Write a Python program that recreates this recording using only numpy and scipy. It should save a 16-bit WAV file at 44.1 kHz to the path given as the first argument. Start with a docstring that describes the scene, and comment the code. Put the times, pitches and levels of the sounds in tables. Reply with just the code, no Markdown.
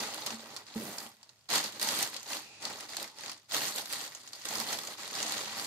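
"""A small panelled room: hands rummage through packing material in a cardboard box.
Creases buckle in showers of tiny clicks and some sharp snaps. The sheets rub on each other
and scrape along the cardboard, whose walls drone. The half-open box colours all of this
and rings when bumped now and then. Faint room noise lies underneath."""
import sys
import numpy as np
from scipy import signal
from scipy.fft import rfft, irfft, next_fast_len
from scipy.io import wavfile
from scipy.ndimage import uniform_filter1d

SR = 44100
rng = np.random.default_rng(int(sys.argv[2]) if len(sys.argv) > 2 else 0)


def wav_out(sig):
    """Save sig, one row per channel (or a flat mono array), as 16-bit PCM at SR to the path in sys.argv[1]."""
    wavfile.write(sys.argv[1], SR, np.round(np.clip(np.atleast_2d(sig).T, -1, 1) * 32767).astype(np.int16))


N = 249606
TIME = np.arange(N) / SR
FINE_T60_S = 0.006

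# spectra of creases, finest creases and scraped cardboard: (frequency [Hz], relative density [dB])
CRINKLE = [(700, -39), (1300, -3), (2000, -4), (2600, -5), (3500, 0.3), (4500, 3.5), (5700, -2.5),
           (6700, 0), (8500, -9.5), (10500, -12.5), (15000, -55)]
CRISP = [(6000, -18), (8500, 5.5), (10000, -0.5), (12800, 4), (15000, -9.5), (16000, -23)]
SCRAPE = [(50, -21), (100, -15.5), (135, -9.5), (175, -6), (220, -3.5), (270, -4.5), (500, -3), (750, -2),
          (1200, 2.5), (1600, -6.5), (2400, -4), (5000, -27)]


def packing(crinkle_db, treble_db):
    """Creases buckle, the finest tick in the top treble, sliding sheets hiss underneath."""
    creases = crackle(crinkle_db, CRINKLE, 1760, 9100, peak_per_s=1500, spread_db=4.5, facets=20,
                      ring_db=11.5, width_oct=0.15, t60_s=0.01, near_db=-8.5, room_db=-21)
    fine = crackle(treble_db, CRISP, 6530, 15500, peak_per_s=900, spread_db=2.5, facets=8,
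                   ring_db=16, width_oct=0.1, t60_s=FINE_T60_S, near_db=-30, room_db=-30)
    sliding = from_db(crinkle_db - 3.5) * noise(CRINKLE, N) + from_db(treble_db - 4.5) * noise(CRISP, N)
    return from_db(0.54) * creases + from_db(-0.1) * fine + sliding


def crackle(level_db, spectrum, low_hz, high_hz, peak_per_s, spread_db, facets, **facet_settings):
    """Random uneven clicks, dealt to facets of different pitch; harder handling makes more."""
    rate_per_s = peak_per_s * from_db(0.5 * (level_db - level_db.max()))
    sizes = from_db(spread_db * np.minimum(rng.exponential(1, N), 4)) * rng.choice([-1, 1], N)
    clicks = sizes * (rng.random(N) < rate_per_s / SR)
    # the hands set the power, however it is split among the clicks
    local_power = uniform_filter1d(uniform_filter1d(clicks ** 2, size=1500), size=1500)
    clicks = clicks / np.sqrt(np.abs(local_power) + 1e-4) * from_db(level_db)
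    dealt_to = rng.integers(0, facets, N)
    out = np.zeros((2, N))
    for k, hz in enumerate(np.geomspace(low_hz, high_hz, facets)):
        response = facet(spectrum, hz, **facet_settings)
        out += signal.oaconvolve((clicks * (dealt_to == k))[None], response, axes=1)[:, :N]
    return out


def facet(spectrum, ring_hz, ring_db, width_oct, t60_s, near_db, room_db):
    """A patch of sheet flips: a brief ring, then duller reflections from box and room; energy 1."""
    buckle_s = 0.00079  # run along the crease, before the decay
    near_t60_s, room_t60_s, room_rise_s, dull_hz = 0.11, 0.23, 0.0068, 9150
    t = TIME[:10000]
    tone = noise(spectrum, len(t), ring_hz, ring_db, width_oct)
    flip = tone * from_db(-60 * np.maximum(t - buckle_s, 0) / t60_s)
    near = from_db(near_db - 60 * t / near_t60_s)
    room = from_db(room_db - 60 * t / room_t60_s) * (1 - np.exp(-t / room_rise_s))
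    echoes = tone[:, ::-1] * np.hypot(near, room)  # same colour, unrelated waveform
    dull_echoes = signal.lfilter(*signal.butter(1, dull_hz, fs=SR), echoes)
    return rms_one(flip + dull_echoes) / np.sqrt(len(t))


def handling():
    """Crinkle, scrape and top treble levels [dB]; overlapping hand strokes add in power."""
    # (start [s], rise [s], hold [s], crinkle [dB], scrape [dB re crinkle], treble [dB re crinkle])
    strokes = [(0.0, 0.0013, 0.026, -38, -4.5, -9.5), (0.03, 0.047, 0.19, -45.5, -4.5, -10.5),
               (0.255, 0.014, 0.052, -43.5, -5.0, -10.5), (0.353, 0.054, 0.19, -54.5, -1, -9.5),
               (0.647, 0.03, 0.064, -53, -8.5, -21), (0.732, 0.044, 0.27, -49.5, -3.0, -3),
               (1.18, 0.015, 0.13, -70, -5.5, -16), (1.486, 0.068, 0.013, -29.0, -8.5, -10.0),
               (1.628, 0.015, 0.019, -41, -6.5, -9), (1.71, 0.036, 0.06, -50, -4.5, -10),
               (1.797, 0.029, 0.21, -36.5, -7.5, -5.5), (2.084, 0.056, 0.043, -47.5, -7.0, -12),
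               (2.223, 0.061, 0.008, -47.5, -7, -9.5), (2.274, 0.047, 0.03, -39.0, -7.0, -7.5),
               (2.6, 0.049, 0.014, -42.5, -4.5, -15), (2.689, 0.0098, 0.0082, -45.0, -3, -14.0),
               (2.727, 0.014, 0.1, -49.0, -5, -10.5), (2.877, 0.032, 0.058, -46, -9, -11),
               (2.97, 0.035, 0.02, -43.5, -5.5, -9), (3.152, 0.1, 0.046, -45, -8, -14),
               (3.483, 0.031, 0.005, -44.5, -11.5, -12.5), (3.52, 0.025, 0.025, -33.5, -8.0, -5.5),
               (3.601, 0.018, 0.067, -37.5, -8.5, -4.5), (3.723, 0.057, 0.012, -40.5, -7, -4),
               (3.862, 0.033, 0.05, -45.5, -11, -5), (3.888, 0.041, 0.12, -43.0, -8.5, -7.5),
               (4.087, 0.035, 0.17, -55, -8, -10.0), (4.317, 0.023, 0.12, -50.5, -11.5, -11),
               (4.447, 0.0055, 0.036, -45, -4.5, -6), (4.482, 0.046, 0.1, -40, -5, -6.5),
               (4.645, 0.063, 0.03, -38, -6.0, -7), (4.751, 0.069, 0.1, -46, -5.5, -7.5),
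               (4.968, 0.028, 0.22, -45, -7.5, -11), (5.118, 0.076, 0.2, -39, -7.5, -11),
               (5.387, 0.036, 0.18, -43.5, -6.0, -14), (5.55, 0.035, 0.083, -42.5, -8, -6)]
    # creep of the packing at rest: (crinkle [dB], scrape [dB], treble [dB])
    rest_db = (-70.5, -82, -83)
    power = from_db(rest_db)[:, None] ** 2
    for start_s, rise_s, hold_s, crinkle_db, scrape_db, treble_db in strokes:
        gain = stroke(start_s, rise_s, hold_s, crinkle_db)
        power = power + np.outer(from_db([0, scrape_db, treble_db]), gain) ** 2
    return 10 * np.log10(power)


def stroke(start_s, rise_s, hold_s, level_db):
    """Gain of one movement: builds up, holds, settles once the hands let go."""
    settle_db_per_s = 188
    grip = np.clip((TIME - start_s) / rise_s, 0, 1) ** 0.68
    released_s = np.maximum(TIME - start_s - rise_s - hold_s, 0)
    return grip * from_db(level_db - settle_db_per_s * released_s)


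def snaps():
    """Stiff creases give way at once: a bright crack and a ring at the crease's own pitch."""
    # (time [s], energy [dB], ring [Hz], crack [dB re ring])
    stiff_creases = [(0.144, -14.5, 4300, -2), (0.2631, -8, 4830, -7.5), (0.2706, -14, 3830, -8),
                     (0.4048, -23, 4050, -23), (0.564, -13, 4300, -13.5), (0.5695, -17.5, 5360, -13),
                     (0.9831, -10, 4890, -11), (1.23, -24.5, 4860, -26), (1.2926, -26.5, 4450, -32),
                     (1.4898, -15, 4400, -24), (1.5556, -1, 4400, -14), (1.64, -9, 5070, -9),
                     (1.7972, -11.5, 4090, -10), (1.8145, -8.5, 4430, -4), (1.8283, -6.5, 4560, 0),
                     (1.873, -8, 6540, -10), (1.8885, -4, 4330, -13), (1.9892, -9, 4640, -2),
                     (2.0083, -13, 4880, -4), (2.0272, -4, 6150, -1), (2.1427, -14.5, 4350, -12.5),
                     (2.1653, -10.5, 4480, -13), (2.2298, -19, 6590, -10), (2.6299, -21, 1950, -21),
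                     (2.6526, -6.5, 4380, -18), (2.8065, -17.5, 4940, -4), (2.892, -19.0, 5050, -23),
                     (2.968, -7, 4430, -9), (3.0281, -13.5, 4800, -3.5), (3.0766, -22.5, 4710, -22),
                     (3.1855, -19.5, 4870, -24), (3.2958, -13.5, 4630, -24), (3.3163, -17, 4710, -9),
                     (3.52, -8.5, 4420, -19), (3.54, -9.5, 2000, -13), (3.76, -12.5, 7770, -2),
                     (3.7828, -9, 3790, -7), (3.8572, -14.5, 4100, -9), (3.9263, -12.5, 5000, 1),
                     (3.933, -10.0, 4290, -3), (4.1493, -14.5, 6600, -21.5), (4.2752, -19.5, 6740, -21),
                     (4.3322, -14.5, 4560, -14), (4.4537, -9.5, 3600, -8), (4.487, -9, 6440, -17),
                     (4.5543, -8.5, 5100, -6), (4.6007, -8, 4570, -2), (4.729, -10.5, 6300, -7),
                     (4.7875, -11, 3570, -9), (4.8724, -14.5, 6550, -9.5), (5.1519, -10.5, 4870, -14),
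                     (5.2277, -5.5, 6450, -14), (5.3223, -8.0, 4240, -7.5)]
    # (frequency [Hz], relative density [dB])
    spectrum = [(100, -34), (400, -18), (900, 0), (2000, -4), (4500, 4), (8000, 2.5), (11000, -15),
                (15000, -19)]
    out = np.zeros((2, N))
    for time_s, energy_db, hz, crack_db in stiff_creases:
        ring = facet(spectrum, hz, ring_db=8.5, width_oct=0.15, t60_s=0.023, near_db=-8.5, room_db=-19)
        crack = facet(CRISP, 9260, ring_db=7.5, width_oct=0.05, t60_s=FINE_T60_S,
                      near_db=-14, room_db=-23)
        pan_db = rng.normal(-2.5, 0.5)  # left minus right
        gains = from_db(energy_db + np.array([[pan_db], [-pan_db]]) / 2)
        add(out, (ring + from_db(crack_db) * crack) * gains, time_s)
    return out


def cardboard(level_db):
    """The load catches and slips along the box walls and makes them drone."""
    # wall drone: (frequency [Hz], relative density [dB])
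    drone_spectrum = [(60, -22), (130, -1.5), (170, -5.5), (220, -0.5), (430, -4.5), (600, -4), (800, -21),
                      (1600, -19.5)]
    # hard drag after the big bump: (start [s], rise [s], hold [s], level [dB])
    drag = (.785, .03, .075, -44.5)
    catches = crackle(level_db, SCRAPE, 556, 1524, peak_per_s=700, spread_db=4, facets=12,
                      ring_db=11, width_oct=0.081, t60_s=0.049, near_db=-14.5, room_db=-15)
    drone = np.hypot(from_db(level_db - 7.5), stroke(*drag)) * noise(drone_spectrum, N)
    slipping = from_db(level_db - 3.5) * noise(SCRAPE, N)
    return from_db(0.07) * catches + slipping + drone


def bumps():
    """Soft blows set the hollow box ringing; the room answers."""
    # (time [s], level [dB])
    blows = [(0.003, -41), (0.313, -38.5), (0.33, -36), (0.757, -24), (0.812, -42), (1.053, -47),
             (1.888, -44), (4.585, -42), (5.22, -45)]
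    # (frequency [Hz], level [dB], t60 [s])
    box_modes = [(69, -13, 0.06), (137, -22, 0.2), (219, -4.5, 0.13), (224, -12, 0.42), (313, -16.5, 0.23),
                 (441, -9, 0.087), (676, -29.5, 0.11), (790, -21, 0.13)]
    attack_s, tail_t60_s = 0.0021, 0.5
    t, out = TIME[:SR // 2], np.zeros((2, N))
    attack = 1 - np.exp(-t / attack_s)
    pan = from_db([[-1.3], [1.3]])
    for time_s, level_db in blows:
        ring = sum(from_db(db + rng.normal(0, 1) - 60 * t / t60_s) * np.sin(2 * np.pi * hz * t)
                   for hz, db, t60_s in box_modes)
        room = noise(SCRAPE, len(t), ring_hz=226, ring_db=43, width_oct=0.36)
        room *= from_db(-16 - 60 * t / tail_t60_s)
        add(out, (ring * pan + room) * attack * from_db(level_db - 1.5), time_s)
    return out


def rubs():
    """A sheet slides gently; one resonance stands out as a narrow, hollow tone."""
    # (start [s], rise [s], hold [s], level [dB], resonance [Hz])
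    slides = [(.503, .01, 0.033, -53, 880), (2.386, 0.048, .19, -53.5, 2540), (3.08, .02, .1, -60, 880)]
    return sum(stroke(*movement) * noise(CRINKLE[1:], N, hz, ring_db=14.5, width_oct=0.12)
               for *movement, hz in slides)


def inside_box(x):
    """Air and wall resonances of the half-open box colour what is handled in it."""
    # (frequency [Hz], width [Hz], gain [dB])
    resonances = [(217.7, 18, 5), (310, 24, 6), (427, 20, 6), (585, 32, 4), (665, 40, 3.5), (793, 43, 6),
                  (930, 33, 1.5), (1173, 49, -3), (1927, 110, 5.5)]
    return x + sum((from_db(db) - 1) * signal.lfilter(*signal.iirpeak(hz, hz / width_hz, fs=SR), x)
                   for hz, width_hz, db in resonances)


def room_noise():
    """Faint, steady, bass-heavy background."""
    # (frequency [Hz], relative density [dB])
    spectrum = [(25, -18), (50, -19), (80, 3), (115, 7), (170, -5), (300, -12), (800, -7), (2000, -14),
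                (6000, -12), (15000, -23)]
    return from_db(-69.5) * noise(spectrum, N)


def noise(spectrum, size, ring_hz=1000, ring_db=0, width_oct=0.26):
    """Coloured stereo noise, optional resonance; alike in the low mids, diffuse in the treble; rms 1."""
    # (frequency [Hz], left-right correlation before clipping [-])
    likeness = [(50, 0.2), (160, 1.14), (350, .97), (700, 1.2), (1300, 0.45), (2500, 0.09), (5000, -0.0061),
                (12000, 0)]
    # (frequency [Hz], left minus right [dB])
    balance = [(60, -0.5), (200, -2), (700, -5), (1400, -0.5), (2800, -1.5), (5000, 1.5), (8000, -2),
               (13000, -5.5)]
    fft_size = next_fast_len(size, real=True)
    hz = np.maximum(np.fft.rfftfreq(fft_size, 1 / SR), 1)
    alike = np.clip(at_hz(likeness, hz), -1, 1)
    mid, side = rfft(rng.standard_normal((2, fft_size)))
    signs = np.array([[1], [-1]])
    pair = np.sqrt(1 + alike) * mid + np.sqrt(1 - alike) * side * signs
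    resonance_db = ring_db * np.exp(-0.5 * (np.log2(hz / ring_hz) / width_oct) ** 2)
    colour = from_db(at_hz(spectrum, hz) + resonance_db + signs * at_hz(balance, hz) / 2)
    return rms_one(irfft(pair * colour, fft_size)[:, :size])


def from_db(db):
    """Decibels to gain."""
    return 10 ** (np.asarray(db) / 20)


def rms_one(x):
    """Scale to rms 1."""
    return x / np.sqrt(np.mean(x ** 2) + 1e-20)


def at_hz(points, hz):
    """Interpolate on a log-frequency axis."""
    known_hz, values = np.transpose(points)
    return np.interp(np.log(hz), np.log(known_hz), values)


def add(out, sound, time_s):
    """Mix a stereo sound in at time_s."""
    start = max(0, round(time_s * SR))
    out[:, start:start + sound.shape[1]] += sound[:, :N - start]


def scene():
    """Packing, box and the quiet room."""
    left_lag_s = 0.00009  # box slightly to the right
    crinkle_db, scrape_db, treble_db = handling()
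    rummaging = packing(crinkle_db, treble_db) + cardboard(scrape_db) + rubs() + snaps()
    left, right = inside_box(rummaging) + bumps()
    left = np.pad(left, (round(left_lag_s * SR), 0))[:N]
    return np.array([left, right]) + room_noise()


def record(dry):
    """The microphone thins the deep bass; the top is cut."""
    low_hz, high_hz = 58, 15600
    thin = signal.sosfilt(signal.butter(3, low_hz, "high", fs=SR, output="sos"), dry)
    return signal.sosfilt(signal.ellip(10, 0.2, 80, high_hz, fs=SR, output="sos"), thin)


dry = scene()
out = record(dry)
wav_out(out)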